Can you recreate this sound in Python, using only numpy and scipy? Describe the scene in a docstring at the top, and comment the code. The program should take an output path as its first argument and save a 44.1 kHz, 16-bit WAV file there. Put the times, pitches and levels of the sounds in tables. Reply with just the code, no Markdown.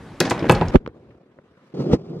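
"""Door latch and two rolling suitcases

Three scenes in a row. A wooden door is pulled shut in a corridor: latch ticks, knocks ringing the modes of the leaf,
rubbing noise, a deep shudder. A suitcase drops over a sill with a thump, then clicks and rolls on, the level
dropping after the thump; then another case rumbles by and bumps. Blows are struck modes, ticks are short noise
bursts, rolling is shaped uneven noise. The microphones limit the band; the loudest blows clip almost hard at full scale.
"""
import sys
import numpy as np
from scipy import signal
from scipy.fft import rfft, irfft, next_fast_len
from scipy.io import wavfile
from scipy.ndimage import uniform_filter1d, map_coordinates

SR = 44100
rng = np.random.default_rng(int(sys.argv[2]) if len(sys.argv) > 2 else 0)


def inscribe(sig):
    """Save sig as 16-bit PCM at rate SR to the path in sys.argv[1].

    A 1-D sig is mono; a 2-D sig holds one channel per row.
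    Samples are clipped to [-1, 1] before scaling.
    """
    pcm = np.round(np.clip(np.atleast_2d(sig).T, -1, 1) * 32767)
    wavfile.write(sys.argv[1], SR, pcm.astype(np.int16))


def convert_level_to_amplitude(level_db):
    """Map a level in decibels to its linear amplitude factor."""
    exponent = np.asarray(level_db, float) / 20
    return 10 ** exponent


N = 97020

RISE_S = 0.0011  # build-up time constant of a blow

# deep bass of door and wheels: hz, relative_db
BASS = [(15, -38), (35, -2.5), (60, -9), (120, -4), (200, -30.5), (400, -78)]
# modes of the first suitcase shell: hz, relative_db, t60_s
CASE1_MODES = [(70, -9, .014), (115, -3, .024), (156, -1, .026), (255, -1.5, .022), (345, -2.5, .02),
               (470, -4, .022), (790, -12, .015), (1500, -16, .01)]


def unit_rms(x):
    """Scales to rms 1."""
    return x / np.sqrt(np.mean(x ** 2) + 1e-20)


def along(points, hz):
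    """Interpolates (hz, value) points on a log frequency axis."""
    point_hz, value = np.transpose(points)
    return np.interp(np.log(hz + 1), np.log(point_hz + 1), value)


def curves(rows):
    """One per-sample curve for each column after the time in seconds."""
    s, *columns = np.transpose(rows)
    return [np.interp(np.arange(N) / SR, s, column) for column in columns]


def filtered(x, response):
    """Multiplies the spectrum of x by response(hz)."""
    n = x.shape[-1]
    size = next_fast_len(n + 8192)
    spectrum = rfft(x, size) * response(np.fft.rfftfreq(size, 1 / SR))
    return irfft(spectrum, size)[..., :n]


def high_pass(hz, low_hz):
    """Second-order response: little is radiated or picked up below low_hz."""
    return (1j * hz / (low_hz + 1j * hz)) ** 2


def add(track, start_s, sound):
    """Adds sound into track in place, cut at the end."""
    room = track[..., round(start_s * SR):][..., :sound.shape[-1]]
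    room += sound[..., :room.shape[-1]]


def lumps(per_s, depth_db):
    """Gain of a rubbed or rolled surface: smooth random unevenness, per_s points a second."""
    points = rng.standard_normal(N // 50)
    return convert_level_to_amplitude(depth_db * map_coordinates(points, [np.arange(N) * per_s / SR]))


def rush(spectrum, grain=1):
    """Two shaped noises of joint rms 1, patchy in time and frequency."""
    patchy_db = 2
    z = signal.stft(rng.standard_normal((2, N)) * grain, nperseg=512)[2]
    field = uniform_filter1d(rng.standard_normal(z.shape[1:]), 4, 0)
    field = unit_rms(uniform_filter1d(field, 6, 1))
    pair = signal.istft(z * convert_level_to_amplitude(patchy_db * field), nperseg=512)[1][:, :N]
    return unit_rms(filtered(pair, lambda hz: convert_level_to_amplitude(along(spectrum, hz))))


def ring(modes, weight_db, count):
    """One blow on count scattered copies of each mode, peak 1, and a random-sign twin for the side."""
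    vary_db, pitch_scatter = 2.5, 0.06
    t = np.arange(SR // 4) / SR
    hz, db, t60_s = np.repeat(modes, count, axis=0).T[:, :, None]
    draw = rng.standard_normal((len(hz), 3))
    decay = convert_level_to_amplitude(db + weight_db(hz) + vary_db * draw[:, :1] - 60 * t / t60_s)
    wave = decay * np.sin(2 * np.pi * hz * (1 + pitch_scatter * draw[:, 1:2]) * t)
    wave = wave * (1 - np.exp(-t / RISE_S))
    pair = np.array([wave.sum(0), (wave * np.sign(draw[:, 2:])).sum(0)])
    return pair / np.abs(pair[0]).max()


def ticks(rows, octaves):
    """Short dying noise bursts, band-passed around a pitch."""
    x, t = np.zeros((2, N)), np.arange(SR // 10) / SR
    for start_s, peak_db, pitch_hz, t60_s in rows:
        def band(hz):
            detune = (hz / pitch_hz - pitch_hz / (hz + 1)) / octaves
            return 1 / (1 + 1j * detune) ** 2 / (1 + 1j * hz / (2 * pitch_hz)) ** 4

        burst = filtered(rng.standard_normal((2, len(t))) * convert_level_to_amplitude(-60 * t / t60_s), band)
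        add(x, start_s, convert_level_to_amplitude(peak_db) * burst / np.abs(burst[0]).max())
    return x


def bumps(rows, modes, low_hz):
    """Soft blows on a shell, each stirring mostly the modes near its pitch."""
    width_octaves = 0.67
    x = np.zeros((2, N))
    for start_s, peak_db, pitch_hz in rows:
        def near_db(hz):
            return -20 * np.log10(1 + (np.log2(hz / pitch_hz + 1e-6) / width_octaves) ** 2)

        def soften(hz):
            return high_pass(hz, low_hz) / (1 + 1j * hz / (3 * pitch_hz)) ** 2

        blow = filtered(ring(modes, near_db, count=2), soften)
        add(x, start_s, convert_level_to_amplitude(peak_db) * blow / np.abs(blow[0]).max())
    return x


def rolling(rows, rumble_spectrum, hiss_spectrum):
    """Wheels on an uneven floor: lumpy shell rumble, thin hiss with half the lumps' dB, deep bass."""
    rumble_db, hiss_db, bass_db = curves(rows)
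    grain = lumps(per_s=120, depth_db=2.5)
    rumble = convert_level_to_amplitude(rumble_db) * rush(rumble_spectrum, grain)
    hiss = convert_level_to_amplitude(hiss_db) * rush(hiss_spectrum, np.sqrt(grain))
    bass = convert_level_to_amplitude(bass_db) * rush([(28, -40)] + list(BASS[2:]))
    return rumble + hiss + bass


def spread(pair, alike, lean, lead_s):
    """Mid and side noise become left and right with given likeness, level lean and left lead."""
    def mix(hz):
        turn = np.arccos(np.clip(along(alike, hz), -1, 1)) / 2
        return np.array([np.cos(turn), np.sin(turn)])

    mid, side = filtered(pair, mix)
    half = np.array([[.5], [-.5]])

    def offset(hz):
        return convert_level_to_amplitude(half * along(lean, hz)) * np.exp(2j * np.pi * half * hz * lead_s)

    return filtered(np.array([mid + side, mid - side]), offset)


def hush():
    """Steady quiet background noise behind the door."""
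    # hz, relative_db
    hush_spectrum = [(15, -36), (25, -10), (212, -2), (450, -11), (1560, -21.5), (11000, -46), (16000, -71)]
    return convert_level_to_amplitude(-40) * rush(hush_spectrum)


def corridor(x):
    """Reverberation: a noise tail in which each frequency dies at its own speed."""
    # hz, t60_s
    decay_times = [(100, 0.23), (1000, 0.34), (5000, 0.24), (12000, 0.091)]
    hz, t, z = signal.stft(rng.standard_normal((2, SR // 2)), SR, nperseg=256)
    z = z * convert_level_to_amplitude(-60 * t / along(decay_times, hz)[:, None])
    tail = signal.istft(z, SR, nperseg=256)[1]
    delayed = np.pad(x, ((0, 0), (200, 0)))  # 200 samples
    return signal.fftconvolve(delayed, tail / np.linalg.norm(tail[0]), axes=1)[:, :N]


def second_case():
    """Another case rumbles by: rolling noise plus bumps ringing its shell."""
    # start_s, rumble_db, hiss_db, bass_db
    roll_levels = [(1.74, -29.5, -53, -46), (1.77, -27, -56.5, -53), (1.81, -20, -44.5, -62),
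                   (1.85, -29, -54, -50), (1.91, -20.5, -50, -34), (1.932, -13.5, -32.5, -21.5),
                   (1.952, -19.5, -42, -49), (1.974, -33.5, -63, -47.5), (2.078, -36, -61.5, -54.5),
                   (2.13, -32, -62, -61), (2.186, -33, -61, -40.5), (2.2, -36, -54.5, -46.5)]
    # hz, relative_db
    rumble_spectrum = [(65, -46), (110, -14.5), (155, 3.5), (215, -6.5), (400, -4.5), (651, -19.5),
                       (1400, -32.5), (3080, -110)]
    # hz, relative_db
    hiss_spectrum = [(650, -33.5), (1100, -11.5), (5000, -13), (16000, -52.5)]
    # start_s, peak_db, most_excited_hz
    bump_rows = [(1.79, -25, 250), (1.803, -16.5, 393), (1.921, -21, 350), (1.929, -7.5, 104.6),
                 (1.9335, -4, 379), (1.937, -7, 216), (1.942, -13, 361), (1.948, -11.5, 252)]
    # shell modes: hz, relative_db, t60_s
    shell_modes = [(90, -3, .035), (150, -3.5, .04), (245, -1.5, .04), (345, -1, .04), (470, -4, .035),
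                   (790, -16, .025), (1600, -24, .02), (2700, -26, .02)]
    # hz, left_right_likeness
    alike = [(60, 1), (240, 1), (950, 0.46), (3770, 1), (15000, 0.037)]
    # hz, left_minus_right_db
    lean = [(100, 0), (350, -0.5), (2380, 0)]
    x = rolling(roll_levels, rumble_spectrum, hiss_spectrum) + bumps(bump_rows, shell_modes, low_hz=40.3)
    return spread(x, alike, lean, lead_s=.0001)


def first_case():
    """A case rolls on, its level dropping after the thump: rolling noise, shell bumps, plastic clicks."""
    # start_s, rumble_db, hiss_db, bass_db
    roll_levels = [(.71, -37, -49, -37), (.76, -23, -31.5, -54), (.79, -52.5, -63, -47.5),
                   (.81, -43.5, -67.5, -60), (.854, -46, -68.5, -43.5), (.964, -47.5, -65.5, -58.5),
                   (1.05, -51, -65.5, -55), (1.18, -50, -66.5, -54.5), (1.2, -55, -70.5, -82),
                   (1.52, -56.5, -66, -64), (1.66, -57.5, -61.5, -80), (1.73, -55.5, -62, -76)]
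    # hz, relative_db
    rumble_spectrum = [(76, -27), (130, -2.5), (393, -4.5), (529, -7), (570, -11), (733, -15.5),
                       (1200, -30.5), (1560, -38.5), (2640, -120)]
    # hz, relative_db
    hiss_spectrum = [(530, -42.5), (900, -10), (1160, -8.5), (1420, -11), (3590, -22.5), (16000, -49.5)]
    # start_s, peak_db, most_excited_hz
    bump_rows = [(.8628, -26, 383), (.8757, -17.5, 420), (1.387, -34, 446)]
    # plastic clicks: start_s, peak_db, pitch_hz, t60_s
    click_rows = [(.7575, -8, 1600, 0.0095), (.862, -25, 1200, 0.0097), (.8625, -32, 2270, .008),
                  (.8625, -45, 3960, 0.0095), (.8752, -30.5, 1400, 0.0093), (.8755, -37, 4000, 0.007),
                  (.887, -46.5, 1500, 0.043), (1.105, -52.5, 2200, .06), (1.3875, -42.5, 1410, 0.01)]
    # hz, left_right_likeness
    alike = [(60, 0.99), (240, 0.99), (950, 0.83), (3770, 0.081), (15000, 0.044)]
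    # hz, left_minus_right_db
    lean = [(60, -0.091), (380, 0.74), (2380, -0.75)]
    x = rolling(roll_levels, rumble_spectrum, hiss_spectrum)
    x = x + bumps(bump_rows, CASE1_MODES, low_hz=40.3) + ticks(click_rows, octaves=.75)
    return spread(x, alike, lean, lead_s=.0001)


def sill_thump():
    """The first case lands off to the right: a cluster of blows on its shell."""
    # start_s, peak_db, most_excited_hz
    thump_rows = [(.7452, -1.5, 492), (.7485, -6, 473), (.7505, 0, 140), (.7535, 2, 400), (.7562, 9, 219),
                  (.7588, -1, 129)]
    # hz, left_right_likeness
    alike = [(180, 1), (400, .3), (2000, .1)]
    # hz, left_minus_right_db
    lean = [(180, 0.5), (380, -8.5), (3000, -9.5)]
    return spread(bumps(thump_rows, CASE1_MODES, low_hz=27.8), alike, lean, lead_s=.0001)


def door_shudder():
    """Deep shudder of the door: bass noise under a level curve."""
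    # time_s, level_db
    sway_levels = [(0, -46.5), (.2, -53.5), (.3, -42), (.45, -40), (.52, -22.5), (.6, -34), (.68, -26),
                   (.71, -35.5)]
    (sway_db,) = curves(sway_levels)
    return convert_level_to_amplitude(sway_db) * rush(BASS)


def door_rub():
    """The leaf rubs in its frame: shaped noise, chattering as loose parts do while it moves."""
    # time_s, level_db
    rub_levels = [(.2, -33.5), (.26, -24.5), (.3, -27), (.39, -28.5), (.45, -27.5), (.58, -23),
                  (.66, -29.5), (.7, -30)]
    # hz, relative_db
    rub_spectrum = [(35, -34), (60, -12), (193, 8.5), (1280, -14.5), (1440, -8.5), (13000, -51.5),
                    (16000, -86.5)]
    (rub_db,) = curves([(.195, -91)] + list(rub_levels))
    return convert_level_to_amplitude(rub_db) * rush(rub_spectrum, lumps(per_s=290, depth_db=3))


def latch():
    """Latch and handle ticks, each with a ring of steel modes near its pitch, peaking 12 dB lower."""
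    # start_s, peak_db, pitch_hz, t60_s
    tick_rows = [(.2025, -9.5, 5840, 0.017), (.2035, -12.5, 11700, 0.011), (.2045, -3.5, 4500, 0.0035),
                 (.251, -27.5, 5260, 0.16), (.298, -19.5, 6020, 0.084), (0.3083, -26.5, 10000, 0.018),
                 (.308, -22, 3200, .06), (.393, -27.5, 4080, 0.018), (.426, -30, 2400, 0.042),
                 (.4895, -25.5, 3670, 0.011), (.495, -19, 12400, 0.013), (0.4959, -5, 2600, 0.011),
                 (.5115, -17, 6616, 0.0057), (.519, -18, 10100, 0.034), (.549, -23.5, 4060, 0.043),
                 (.612, -21.5, 2800, 0.0061), (.684, -27, 5150, 0.0097)]
    # steel modes: hz, relative_db, t60_s
    steel_modes = [(2490, -3, .035), (3260, 0, .035), (4190, 0, .04), (5100, 1, .04), (6950, -2, .035),
                   (8300, -3, .03)]
    ring_db = -12  # relative to the tick
    x = ticks(tick_rows, octaves=0.74)
    for start_s, peak_db, pitch_hz, _ in tick_rows:
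        steel = ring(steel_modes, lambda hz: -10 * np.abs(np.log2(hz / pitch_hz)), count=2)
        add(x, start_s, convert_level_to_amplitude(peak_db + ring_db) * steel)
    return x


def door_knocks():
    """Knocks of the leaf: crowded wood modes driven by a short rattling contact."""
    # start_s, peak_db, brightness_db_per_octave
    knock_rows = [(0.2031, -5.5, 5), (.208, -6.5, 3.5), (.252, -17.5, 6), (0.3072, -11, 5), (.313, -7.5, 0),
                  (0.4235, -12.5, -0.5), (0.44, -12.5, 0), (0.4953, 2.5, 2), (.499, -5.5, -0.5),
                  (0.518, -15.5, 2), (0.528, -17, -2), (.552, -19, -1.5), (.6115, -8.5, 0),
                  (0.6161, -8, -0.5)]
    # modes of the leaf: hz, relative_db, t60_s
    leaf_modes = [(118, -6, .15), (167, -4, .17), (300, -5, .11), (358, -1.5, .1), (441, -7, .1),
                  (500, -6, .09), (640, -6, .08), (760, -5, .07), (1000, -3, .055), (1200, -9, .045),
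                  (1595, -9, .04), (2100, -12, .035), (2600, -13, .03), (3230, -18, .02)]
    chatter_t60_s, leaf_low_hz = .011, 94
    x, t = np.zeros((2, N)), np.arange(SR // 50) / SR
    contact = convert_level_to_amplitude(-60 * t / chatter_t60_s) * (1 - np.exp(-t / RISE_S))
    for start_s, peak_db, tilt_db in knock_rows:
        chatter = rng.standard_normal((1, len(t))) * contact
        leaf = ring(leaf_modes, lambda hz: tilt_db * np.log2(hz / 500), count=8)
        blow = signal.fftconvolve(leaf, chatter, axes=1)
        blow = filtered(blow, lambda hz: high_pass(hz, leaf_low_hz))
        add(x, start_s, convert_level_to_amplitude(peak_db) * blow / np.abs(blow[0]).max())
    return x


def door():
    """Latch and knocks answered by the corridor, over rubbing, shudder and hush."""
    # hz, left_right_likeness
    alike = [(60, .999), (300, 0.99), (1400, 0.94), (3100, 0.8), (7000, 0.38), (15000, .2)]
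    # hz, left_minus_right_db
    lean = [(100, 0.12), (5000, 0.33)]
    corridor_db = -11.5
    blows = latch() + door_knocks()
    x = blows + convert_level_to_amplitude(corridor_db) * corridor(blows) + door_rub() + door_shudder() + hush()
    return spread(x, alike, lean, lead_s=0.000005)


def scene():
    """Door, first case, second case, joined by short linear fades."""
    cut1_s, cut2_s, gap_s = .7085, 1.7375, .004
    t = np.arange(N) / SR

    def after(start_s, fade_s=.0017):
        return np.clip((t - start_s) / fade_s, 0, 1)

    door_part = door() * (1 - after(cut1_s))
    first_part = (first_case() + sill_thump()) * (after(cut1_s) - after(cut2_s - gap_s))
    second_part = second_case() * after(cut2_s, fade_s=0.0079)
    return door_part + first_part + second_part


def band_limit(x):
    """A steep low-pass at the top of the band."""
    return signal.sosfilt(signal.butter(12, 16450, fs=SR, output="sos"), x)


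def record(dry):
    """Band limits of the microphones, then almost hard clipping of the loudest blows at full scale."""
    low_hz, high_hz, knee = 28.6, 14600, 16
    x = filtered(dry, lambda hz: high_pass(hz, low_hz) / (1 + (hz / high_hz) ** 12))
    clipped = x / (1 + np.abs(x) ** knee) ** (1 / knee)
    return band_limit(clipped)


dry = scene()
out = record(dry)
inscribe(out)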